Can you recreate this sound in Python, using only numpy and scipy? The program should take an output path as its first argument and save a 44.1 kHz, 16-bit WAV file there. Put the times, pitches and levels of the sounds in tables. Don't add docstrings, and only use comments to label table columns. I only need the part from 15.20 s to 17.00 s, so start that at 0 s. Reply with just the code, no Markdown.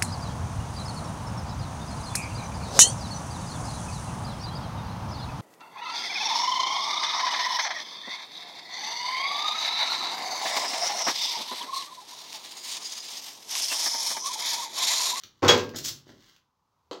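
import sys
import numpy as np
from scipy import signal
from scipy.fft import rfft, irfft
from scipy.io import wavfile

SR = 44100
rng = np.random.default_rng(int(sys.argv[2]) if len(sys.argv) > 2 else 0)


def output_pcm(signal):
    pcm = np.clip(np.atleast_2d(signal).T, -1, 1) * 32767
    wavfile.write(sys.argv[1], SR, np.round(pcm).astype(np.int16))


N = 79380
T = np.arange(N) / SR

# start in s, relative level in dB, contact time in ms.
FLOP_ROWS = [(.2215, -15.5, 0.28), (.225, 6, 2.9), (.229, -1.5, 0.28), (.236, -2, 0.36), (.247, 0, 0.2),
             (.262, -5, .3), (.326, -6, 3.5)]
# frequency in Hz, gain in dB.
FLOP_GAINS = [(30, -43.5), (60, -27.5), (105, -3), (180, -11.5), (250, -5.5), (520, -5.5), (640, -7),
              (950, -4.5), (2000, -9.5), (3500, -9.5), (6500, -9), (9000, -30.5), (15500, -23.5)]


def peel_flop():
    force = squashes(FLOP_ROWS, squash_s=0.0039)
    return amp(22.5) * kitchen(colour(force, FLOP_GAINS), wet_db=3.5)


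# start in s, relative level in dB, contact time in ms.
CLANK_ROWS = [(.280, -5, 0.033), (.2832, -2.5, 0.0084), (.2864, -1.5, 0.32), (.2888, 1.5, 0.071),
              (.301, -5.5, 0.35), (.3075, 4.5, 0.24), (.344, -3.5, 0.35), (.377, -15.5, 0.042)]
# frequency in Hz, gain in dB.
CLANK_GAINS = [(40, -38), (140, -18), (280, -11), (380, -4.5), (540, -3), (650, -12), (950, -4.5),
               (1400, -6), (2200, -6.5), (3200, -4.5), (5000, -5), (6700, -5.5), (8000, -17), (9000, -29.5),
               (15500, -23.5)]


def tray_clank():
    force = blows(CLANK_ROWS, chatter_s=0.0088, chatter_db=6)
    return amp(14) * kitchen(colour(force, CLANK_GAINS), wet_db=2)


# frequency in Hz, relative level in dB, t60 in s.
TRAY_MODES = [(106.1, -38.5, 0.14), (240.7, -27, 0.63), (369.6, -15.5, 0.14), (485.8, -14, 0.39),
              (508, -17.5, 0.15), (562, -22.5, .3), (735, -30.5, 0.26), (846, -25.5, 0.25),
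              (1024, -27, .36), (1115, -33.5, .55), (1326, -26.5, 0.16), (1613, -27.5, 0.46),
              (2747, -25.5, 0.14), (3254, -26.5, .28), (3326, -9.5, .165), (6500, -21.5, .13)]
# start in s, swell in s, level in dB, frequency of half excitation in Hz.
TRAY_EXCITATIONS = [(.223, 0.019, -5, 797.4), (.284, 0.011, 0.5, 12000)]


def tray_ring():
    out = np.zeros(N)
    for start_s, swell_s, strength_db, reach_hz in TRAY_EXCITATIONS:
        for hz, mode_db, t60_s in TRAY_MODES:
            rolloff = 1 / (1 + (hz / reach_hz) ** 4)
            out += amp(strength_db + mode_db) * rolloff * ring(hz, t60_s, start_s, swell_s)
    return out


# start in s, hold in s, relative level in dB, attack in s, release in s.
SNAP_ROWS = [(.563, 0.0074, -4, 0.004, 0.0055), (.586, 0.004, -4, .004, 0.0039),
             (.629, 0.0054, -31, 0.0051, 0.006), (.649, 0.014, 0, 0.0071, 0.01),
             (.683, 0.011, -1.5, 0.004, 0.0042), (.706, .006, -29, 0.0026, .01),
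             (.76, 0.034, -44.5, .01, .01)]
# frequency in Hz, gain in dB.
SNAP_GAINS = [(100, -21), (700, -17), (1400, -12), (2000, -8), (2500, -10), (3100, -2), (4400, 2),
              (6500, 2.5), (7800, -5), (9000, -15), (12000, -11), (15500, -8.5)]


def stem_snap():
    breaks = fibres(SNAP_ROWS, breaks_per_s=3000, spread_db=2)
    return amp(-26) * kitchen(colour(breaks, SNAP_GAINS), wet_db=-2.5)


# start in s, hold in s, relative level in dB, attack in s, release in s.
STRIP_ROWS = [(.012, 0.028, 2.5, 0.021, .02), (.16, 0.08, -10.5, 0.025, .01),
              (.885, 0.017, 1.5, 0.022, 0.047), (1.025, 0.017, 2, 0.033, 0.0097),
              (1.06, 0.042, 2, 0.0074, 0.022), (1.14, 0.03, -6.5, 0.021, .02)]
# frequency in Hz, gain in dB.
STRIP_GAINS = [(100, 0), (400, -3), (700, -7), (2100, 1), (2500, -11), (3000, 4.5), (4500, 1.5), (6500, -2),
               (9000, -19.5), (12000, -19.5), (15500, -11.5)]


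def strip_pull():
    breaks = fibres(STRIP_ROWS, breaks_per_s=960, spread_db=1.5)
    return amp(-58) * kitchen(colour(breaks, STRIP_GAINS), wet_db=-3.5)


# start in s, relative level in dB, contact time in ms.
KNOCK_ROWS = [(1.7122, -2, 0.044), (1.718, -9.5, 0.13), (1.732, -9, 0.048)]
# frequency in Hz, gain in dB.
KNOCK_GAINS = [(50, -42), (140, -21), (280, -10), (380, -0.5), (510, -0.5), (720, -10.5), (1200, -8),
               (1700, -14.5), (2300, -21.5), (3100, -10.5), (4200, -10.5), (6000, -16.5), (7500, -19),
               (9000, -33.5), (15500, -32)]


def counter_knock():
    force = blows(KNOCK_ROWS, chatter_s=0.003, chatter_db=-2)
    return amp(4.5) * kitchen(colour(force, KNOCK_GAINS), wet_db=4)


# frequency in Hz, level in dB, t60 in s.
COUNTER_MODES = [(302.5, -36, 0.11), (484.5, -34.5, 0.19), (564.6, -39.5, 0.095), (1121, -48.5, 0.36),
                 (1690, -65, 0.26), (3140, -51.5, 0.18)]


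def counter_ring():
    start_s = KNOCK_ROWS[0][0]
    return sum(amp(db) * ring(hz, t60_s, start_s, swell_s=0.0014) for hz, db, t60_s in COUNTER_MODES)


# start in s, relative level in dB, contact time in ms.
BUMP_ROWS = [(.04, -11, 1.6), (.075, -16, 1.9), (.466, 8, 4.2), (.535, 3, .8), (.545, -1, 0.14),
             (.562, -0.5, 1.05), (.592, 3, 7.4), (.611, 6, 7.3), (.66, 2.5, 3.3), (.70, -0.5, 1.43),
             (.77, -13, 3.4), (.866, -11, .5), (.891, -8, 0.3), (.935, -10, 1.07), (.97, -13, 2.54)]
# frequency in Hz, gain in dB.
BUMP_GAINS = [(30, -34.5), (60, -14.5), (120, -1.5), (200, -2.5), (330, 4.5), (520, -3), (800, -7.5),
              (1300, -6.5), (1900, -0.5), (2500, -13.5), (4000, -7.5), (6500, -3.5), (9000, -36.5),
              (15500, -25.5)]


def hand_bumps():
    force = squashes(BUMP_ROWS, squash_s=0.011)
    return amp(2.5) * kitchen(colour(force, BUMP_GAINS), wet_db=-1.5)


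# start in s, relative level in dB, contact time in ms.
TICK_ROWS = [(.036, -1.5, .03), (.049, -23, 0.034), (.251, -4, .005), (.378, -0.5, 0.0071),
             (.44, -10, 0.011), (.493, -11.5, .005), (.761, -26, 0.0085), (.788, -21.5, .005),
             (1.164, -22, .02)]
# frequency in Hz, gain in dB.
TICK_GAINS = [(100, -8.5), (750, -16), (1500, -1.5), (1950, -10.5), (2600, -2), (4000, -0.5), (6200, -1),
              (8500, -20), (11000, -18.5), (15500, -8)]


def sticky_ticks():
    force = blows(TICK_ROWS, chatter_s=0.0023, chatter_db=4)
    return amp(-12) * kitchen(colour(force, TICK_GAINS), wet_db=-1)


def low_hum():
    return amp(-46.5) * ring(hz=142, t60_s=0.92, start_s=.58, swell_s=.025)


# frequency in Hz, relative density in dB.
AIR_GAINS = [(25, -16), (85, 6), (160, 1), (300, -6.5), (650, -8.5), (1000, 2.5), (1250, -2.5),
             (1650, -16.5), (2600, -18.5), (4500, -17), (6300, -18.5), (8500, -29.5), (15500, -27)]


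def kitchen_air():
    waver_db, knots_per_s = 3, 1.5
    knots_s = np.arange(24) / knots_per_s
    waver = amp(waver_db * np.interp(T, knots_s, rng.standard_normal(len(knots_s))))
    air = unit(colour(rng.standard_normal(N), AIR_GAINS))
    return amp(-72) * waver * air


def squashes(rows, squash_s):
    out = np.zeros(N)
    grain = even_noise()
    for start_s, db, contact_ms in rows:
        age = np.maximum(T - start_s, 0) / squash_s
        shape = np.sqrt(age) * np.exp(-2 * age)
        out += amp(db) * soften(grain * shape / np.linalg.norm(shape), contact_ms)
    return out


def blows(rows, chatter_s, chatter_db):
    out = np.zeros(N)
    t = T[:SR // 10]
    for start_s, db, contact_ms in rows:
        chatter = rng.standard_normal(len(t)) * np.exp(-t / chatter_s)
        force = amp(chatter_db) * chatter / np.linalg.norm(chatter)
        force[0] += 1
        i = int(start_s * SR)
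        out[i:i + len(t)] += amp(db) * soften(force, contact_ms)[:N - i]
    return out


def fibres(rows, breaks_per_s, spread_db):
    pull = np.zeros(N)
    for start_s, hold_s, db, attack_s, release_s in rows:
        rise = np.minimum(T - start_s, 0) / attack_s
        fall = np.maximum(T - start_s - hold_s, 0) / release_s
        pull += amp(db) * np.exp(rise - fall)
    sizes = amp(spread_db * np.minimum(rng.exponential(size=N), 4))
    breaks = rng.random(N) < breaks_per_s / SR
    signs = rng.choice([-1, 1], N)
    return pull * unit(breaks * sizes * signs)


def ring(hz, t60_s, start_s, swell_s):
    age_s = np.maximum(T - start_s, 0)
    swell = np.minimum(age_s / swell_s, 1)
    decay = np.exp(-np.log(1000) * np.maximum(age_s - swell_s, 0) / t60_s)
    return swell * decay * np.sin(2 * np.pi * (hz * age_s + rng.random()))


def soften(x, contact_ms):
    keep = np.exp(-1000 / (SR * contact_ms))
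    return signal.lfilter([1 - keep], [1, -keep], x)


# frequency in Hz, t60 in s.
ROOM_T60_S = [(100, 0.62), (250, 0.59), (600, 0.39), (1500, 0.2928), (4000, 0.2783), (7000, 0.2339),
              (15000, 0.2234)]


def kitchen(x, wet_db, bands=14):
    delay_s, build_s = 0.0022, 0.0017
    hz = np.fft.rfftfreq(N, 1 / SR)
    centres_hz = np.geomspace(60, 16000, bands)
    spectrum = rfft(even_noise())
    tail = np.zeros(N)
    for centre_hz, share in zip(centres_hz, np.eye(bands)):
        weight = along(list(zip(centres_hz, share)), hz)
        decay = np.exp(-np.log(1000) * T / along(ROOM_T60_S, centre_hz))
        tail += irfft(spectrum * weight, N) * decay
    tail *= 1 - np.exp(-np.maximum(T - delay_s, 0) / build_s)
    return x + amp(wet_db) * signal.fftconvolve(x, tail / np.linalg.norm(tail))[:N]


def even_noise(passes=3):
    x = rng.standard_normal(N)
    for _ in range(passes):
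        z = signal.stft(x, nperseg=1024)[2]
        x = signal.istft(z / (abs(z) + 1e-12))[1][:N]
    return unit(x)


def colour(x, points):
    size = 4096
    cepstrum = irfft(np.log(amp(along(points, np.fft.rfftfreq(size, 1 / SR)))))
    cepstrum[1:size // 2] *= 2
    cepstrum[size // 2 + 1:] = 0
    return signal.fftconvolve(x, irfft(np.exp(rfft(cepstrum))))[:N]


def along(points, hz):
    f, v = np.array(points, float).T
    return np.interp(np.log(np.maximum(hz, 1)), np.log(f), v)


def amp(db):
    return 10 ** (np.asarray(db) / 20)


def unit(x):
    return x / np.sqrt(np.mean(x ** 2))


def scene():
    tray = peel_flop() + tray_clank() + tray_ring()
    peeling = stem_snap() + strip_pull()
    counter = counter_knock() + counter_ring()
    handling = hand_bumps() + sticky_ticks()
    return (tray + peeling + counter + handling + low_hum() + kitchen_air())[None]


def record(dry):
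    bass_cut_hz, top_hz = 28, 15800
    thin = signal.sosfilt(signal.butter(2, bass_cut_hz, "high", fs=SR, output="sos"), dry)
    rounded = np.tanh(thin)
    return signal.sosfilt(signal.ellip(10, .2, 80, top_hz, fs=SR, output="sos"), rounded)


dry = scene()
out = record(dry)
output_pcm(out)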